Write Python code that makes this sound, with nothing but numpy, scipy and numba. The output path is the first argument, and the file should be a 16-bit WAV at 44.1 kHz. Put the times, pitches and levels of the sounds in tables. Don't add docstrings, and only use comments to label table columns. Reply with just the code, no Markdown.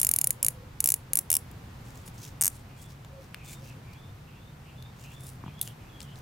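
import sys
import numpy as np
from scipy import signal
from scipy.fft import rfft, irfft
from scipy.io import wavfile
from scipy.ndimage import uniform_filter1d
from numba import njit

SR = 44100
rng = np.random.default_rng(int(sys.argv[2]) if len(sys.argv) > 2 else 0)


def generate_wav(sig):
    pcm = np.round(np.clip(np.atleast_2d(sig).T, -1, 1) * 32767).astype(np.int16)
    wavfile.write(sys.argv[1], SR, pcm)


N = 273861
LEAD_S = .01


def undb(db):
    return 10 ** (np.asarray(db) / 20)


def level(x, rms_db):
    return x * undb(rms_db) / np.sqrt(np.mean(x ** 2))


def pan(x, pan_db):
    return x * undb(np.array([[pan_db], [-pan_db]]) / 2)


def pair(length, like):
    mid, side = rng.standard_normal((2, length))
    like = np.clip(like, 0, 1)
    return np.sqrt((1 + like) / 2) * mid + np.sqrt((1 - like) / 2) * side * np.array([[1], [-1]])


def add(out, x, start_s):
    i = int(round(start_s * SR))
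    a, b = max(i, 0), min(i + x.shape[-1], out.shape[-1])
    out[..., a:b] += x[..., a - i:b - i]


def walk(rate_hz):
    hold = int(SR / rate_hz)
    steps = np.repeat(rng.standard_normal(N // hold + 1), hold)
    return 2.3 * uniform_filter1d(uniform_filter1d(steps, hold), hold)[:N]


@njit
def svf(x, hz, q):
    y, band, low, damping = np.empty(len(x)), 0., 0., 1 / q
    for i in range(len(x)):
        g = np.tan(np.pi * hz[i] / SR)
        v = (band + g * (x[i] - low)) / (1 + g * (g + damping))
        band, low, y[i] = 2 * v - band, low + 2 * g * v, damping * v
    return y


def resonate(x, hz, q):
    return svf(x, np.full(len(x), 1. * hz), 1. * q)


def mode(f, hz, width_hz, db):
    return undb(db) * 1j * f * width_hz / (hz ** 2 - f ** 2 + 1j * f * width_hz)


def ratchet():
    # centre_hz, width_hz, relative_db
    head = [(1100, 560, -48), (2290, 900, -24), (4100, 640, -32.5), (5440, 600, 2.5), (7070, 1380, 9.5),
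            (9470, 1350, 15), (11200, 2100, 7.5), (12500, 1380, -3.3), (14600, 1200, -9.5)]
    # centre_hz, width_hz, relative_db
    loop = (300, 400, -38)
    # mean click_energy_db, mean flight_ms from slip to landing,
    # grip (factor on the head's resonances), [times_s at which the pawl clears a tooth]
    pulls = [(6, .44, 1.048, [-.001, .0153, .0312, .048, .0684, .0907, .1137, .1378, .1621, .1873, .2141, .2427, .272, .3064]),
             (6, .44, 1.05, [.4287, .4473, .4649, .4838]),
             (6, .46, 1.05, [.8043, .8417, .8589, .8741, .8888, .9031, .9204, .9405]),
             (5.5, 0.5, 1.05, [1.1334, 1.1551, 1.1721, 1.1891]),
             (5.5, 0.4, 1.046, [1.3028, 1.316, 1.3283, 1.34, 1.3527, 1.3673]),
             (3, .14, 0.934, [2.4111, 2.417, 2.4239, 2.4371, 2.4461, 2.4564, 2.4669, 2.4789])]
    slip_db, slip_corner_hz = -4, 8470
    bounce_ms, bounce_db = .1, -10.5
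    tooth_scatter_db, head_scatter_db, flight_scatter = .8, 2.2, .09

    out = np.zeros(N + int(LEAD_S * SR))
    f = np.arange(257) * SR / 512
    slip = undb(slip_db) * f ** 2 / np.hypot(f ** 2, slip_corner_hz ** 2)
    landing = 1 + undb(bounce_db) * np.exp(-2j * np.pi * f * bounce_ms / 1000)
    for energy_db, flight_ms, grip, times_s in pulls:
        for tooth_s in times_s:
            harder, longer, *draws = rng.standard_normal(len(head) + 2)
            ring = -mode(f, *loop)
            for (hz, width_hz, db), draw in zip(head, draws):
                ring = ring + mode(f, grip * hz, width_hz, db + head_scatter_db * draw)
            flight_s = flight_ms / 1000 * np.exp(flight_scatter * longer)
            blows = slip + np.exp(-2j * np.pi * f * flight_s) * landing
            click = irfft(ring * blows)[:256]
            gain = undb(energy_db + tooth_scatter_db * harder) / np.linalg.norm(click)
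            add(out, click * gain, tooth_s + LEAD_S)
    return pan(out, pan_db=0.64)


def knocks(rows, pan_db, count):
    out = np.zeros(N + int(LEAD_S * SR))
    t = np.arange(SR // 16) / SR
    for start_s, peak_db, hz, q, t60_s in rows:
        x = rng.standard_normal(len(t)) * undb(-60 * t / t60_s)
        for _ in range(count):
            x = resonate(x, hz, q)
        add(out, x * undb(peak_db) / np.abs(x).max(), start_s + LEAD_S)
    return pan(out, pan_db)


def in_bands(hits, bands):
    return [(s, db + band_db, hz, q, t60_s) for s, db in hits for hz, band_db, q, t60_s in bands]


def finger_taps():
    # start_s, peak_db before panning, centre_hz
    tap_rows = [(1.514, -40, 10100), (2.078, -34.5, 3380), (2.908, -41.5, 4500), (3.048, -36, 1300),
                (3.345, -21.5, 2240), (4.825, -35.5, 2735), (5.04, -44, 1985), (5.593, -39, 5000),
                (5.676, -25, 4260), (6.0048, -27.5, 2860), (6.0165, -33, 3400), (6.158, -37.5, 2200),
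                (6.188, -43, 7500)]
    q, t60_s = 0.8, 0.0037
    return knocks([(*tap, q, t60_s) for tap in tap_rows], pan_db=5.5, count=1)


def dull_bumps():
    # start_s, level_db
    bump_rows = [(5.438, -36), (5.462, -34), (5.479, -38.5)]
    # centre_hz, peak_db relative to the bump's level, q, t60_s
    bump_bands = [(965, -1.5, 1.5, 0.0076), (167, 1.5, 0.84, 0.017)]
    return knocks(in_bands(bump_rows, bump_bands), pan_db=1.5, count=3)


def strap_flicks():
    # start_s, level_db
    flick_rows = [(5.6135, -13), (5.628, -29)]
    # centre_hz, peak_db relative to the flick's level, q, t60_s
    flick_bands = [(11700, 2.3, 0.79, 0.013), (3750, -13.5, 1.6, 0.01)]
    return knocks(in_bands(flick_rows, flick_bands), pan_db=3.4, count=3)


def surroundings(near):
    # delay_ms, gain_db before the high-pass
    echoes = [(1.5, -18), (2.6, -21.5)]
    # start_ms, t60_ms, energy_db before the high-pass, left-right likeness (0-1)
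    tails = [(0.896, 12.3, -6.5, 0.84), (4.93, 187, -24.5, .6), (20.8, 25, -27.5, 0.7)]
    reflect_hz = 4000

    t = np.arange(SR // 4) / SR
    response = np.zeros((2, len(t)))
    for delay_ms, db in echoes:
        response[:, int(delay_ms * SR / 1000)] += undb(db)
    for start_ms, t60_ms, db, like in tails:
        tail = pair(len(t), like) * undb(-60000 * t / t60_ms)
        tail *= undb(db) / np.linalg.norm(tail, axis=1, keepdims=True)
        add(response, tail, start_ms / 1000)
    response = signal.sosfilt(signal.butter(2, reflect_hz, "high", fs=SR, output="sos"), response)
    response[:, 0] += 1
    lead = int(LEAD_S * SR)
    return np.array([signal.fftconvolve(c, h)[lead:][:N] for c, h in zip(near, response)])


def rubs():
    # start_s, length_s, level_db before the swell, bright_centre_hz
    scuff_rows = [(1.83, 0.14, -57, 7000), (1.936, 0.13, -55, 7140), (2.05, 0.064, -48.5, 10000),
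                  (2.129, 0.061, -55.5, 7550), (2.173, 0.17, -46, 6240), (2.49, 0.15, -55, 8900),
                  (2.761, 0.13, -53, 8200), (2.862, 0.095, -58, 6000), (3.185, .105, -60.5, 5500),
                  (3.433, 0.17, -46.5, 7700), (3.584, .18, -54.5, 5600), (3.897, 0.088, -62.5, 5060),
                  (4.952, 0.19, -56.5, 6650), (5.093, 0.11, -57.5, 7160), (5.186, 0.19, -48.5, 9650),
                  (5.991, 0.08, -53, 7600), (6.153, .055, -56, 6400)]
    # loudest_s, rise_s, fall_s
    slide_times = (5.622, .006, .12)
    # level_db before the swell, bright_centre_hz
    slide_tone = (-44, 10800)
    rise_share, broad_db, grain_db = 0.43, 2.0, 2.2

    out = np.zeros((2, N))
    grains = pair(N, like=.8) * undb(grain_db * walk(500) + 0.99 * walk(60))
    scuffs = [(s + rise_share * n, rise_share * n, (1 - rise_share) * n, db, hz) for s, n, db, hz in scuff_rows]
    for loudest_s, rise_s, fall_s, db, hz in scuffs + [(*slide_times, *slide_tone)]:
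        swell = np.linspace(0, 1, int(rise_s * SR)) ** .8
        fade = np.linspace(1, 0, int(fall_s * SR)) ** 1.3
        shape = np.r_[swell, fade]
        first = int((loudest_s - rise_s) * SR)
        part = grains[:, first:first + len(shape)]
        bright = np.array([resonate(g, hz, 2.5) for g in part])
        broad = signal.sosfilt(signal.butter(2, .35 * hz, "high", fs=SR, output="sos"), part)
        hiss = level(bright, 0) + level(broad, broad_db)
        add(out, shape * level(hiss, db), loudest_s - rise_s)
    return out


def notes(table, bend, q, clear_db, like):
    out = np.zeros((2, N))
    for start_s, length_s, from_hz, to_hz, db in table:
        u = np.linspace(0, 1, int(length_s * SR))
        hz = from_hz + (to_hz - from_hz) * u ** bend
        blur = np.array([svf(svf(c, hz, q), hz, q) for c in pair(len(u), like)])
        clear = undb(clear_db) * np.sin(2 * np.pi * np.cumsum(hz) / SR)
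        shape = np.abs(np.sin(np.pi * u)) ** .5
        add(out, shape * level(level(blur, 0) + clear, db), start_s)
    return out * undb(1.5 * walk(50))


def birds():
    # start_s, burr_hz, burr_db, whistle_from_hz, whistle_to_hz, whistle_db
    phrases = [(2.65, 2370, -64, 3150, 3510, -64.5), (3.33, 2400, -60, 3400, 3640, -61.5),
               (3.835, 2320, -62, 3160, 3640, -64), (4.255, 2600, -63, 3220, 3700, -65),
               (4.64, 2570, -61.5, 3250, 3690, -61), (5.0, 2610, -57, 3180, 3640, -62),
               (5.41, 2400, -62.5, 3080, 3510, -61), (5.79, 2470, -64, 3480, 3230, -60)]
    # start_s, length_s, pitch_hz, level_db
    calls = [(3.469, 0.086, 2350, -54.5), (3.629, 0.12, 2660, -58.5), (5.455, .045, 3130, -58),
             (5.641, 0.099, 3070, -57.5), (6.04, 0.11, 3040, -57.5)]
    # start_s, length_s, pitch_hz, level_db
    hoot_rows = [(.24, .081, 528, -57), (.36, 0.12, 526, -57.5), (.49, .2, 508, -57),
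                 (1.09, 0.13, 533, -57.5), (3.09, .14, 540, -52.5), (3.6, 0.073, 540, -57.5)]
    burr_s, burr_rise = 0.15, 1.04
    whistle_after_s, whistle_s = .1, .18

    burrs = [(s, burr_s, hz, hz * burr_rise, db) for s, hz, db, *_ in phrases]
    steady_calls = [(s, n, hz, hz, db) for s, n, hz, db in calls]
    whistles = [(s + whistle_after_s, whistle_s, *glide) for s, _, _, *glide in phrases]
    hoots = [(s, n, hz, hz, db) for s, n, hz, db in hoot_rows]
    return (notes(burrs + steady_calls, bend=0.59, q=4.8, clear_db=-10, like=0.77)
            + notes(whistles, bend=.5, q=15.0, clear_db=-1, like=0.7)
            + notes(hoots, bend=1, q=13.0, clear_db=2.1, like=.88))


def machine_hum():
    hum_hz, width_hz = 133.7, 34
    q = hum_hz / width_hz
    return level(resonate(resonate(rng.standard_normal(N), hum_hz, q), hum_hz, q), -54.5)


def wash():
    # frequency_hz, relative density_db (per Hz)
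    mid_rows = [(12, -53), (20, -12), (105, -2), (135, -1), (174, -10), (218, -11.5), (352, -20),
                (552, -22), (601, -24.5), (774, -22), (2900, -32.5), (10300, -44), (15300, -42),
                (16600, -70)]
    # frequency_hz, side_minus_mid_db
    side_rows = [(60, -18.5), (110, -25.5), (200, -18), (380, -4.5), (700, -2.5), (1290, -1), (2380, -1.5),
                 (4400, -3.5), (8120, -2), (15000, -18.5)]

    log_f = np.log(np.arange(1, N // 2 + 2) * SR / N)
    mid_hz, mid_db = np.transpose(mid_rows)
    side_hz, side_db = np.transpose(side_rows)
    colour_db = np.interp(log_f, np.log(mid_hz), mid_db)
    side_colour_db = colour_db + np.interp(log_f, np.log(side_hz), side_db)
    mid = irfft(rfft(rng.standard_normal(N)) * undb(colour_db), N)
    side = irfft(rfft(rng.standard_normal(N)) * undb(side_colour_db), N)
    return level(mid + side * np.array([[1], [-1]]), -46) * undb(.5 * walk(1.5))


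def scene():
    near = ratchet() + finger_taps() + dull_bumps() + strap_flicks()
    return surroundings(near) + rubs() + birds() + machine_hum() + wash()


def record(dry):
    top_hz = 16200
    rounded = np.tanh(1.5 * dry) / 1.5
    return signal.sosfilt(signal.ellip(8, .2, 60, top_hz, fs=SR, output="sos"), rounded)


dry = scene()
out = record(dry)
generate_wav(out)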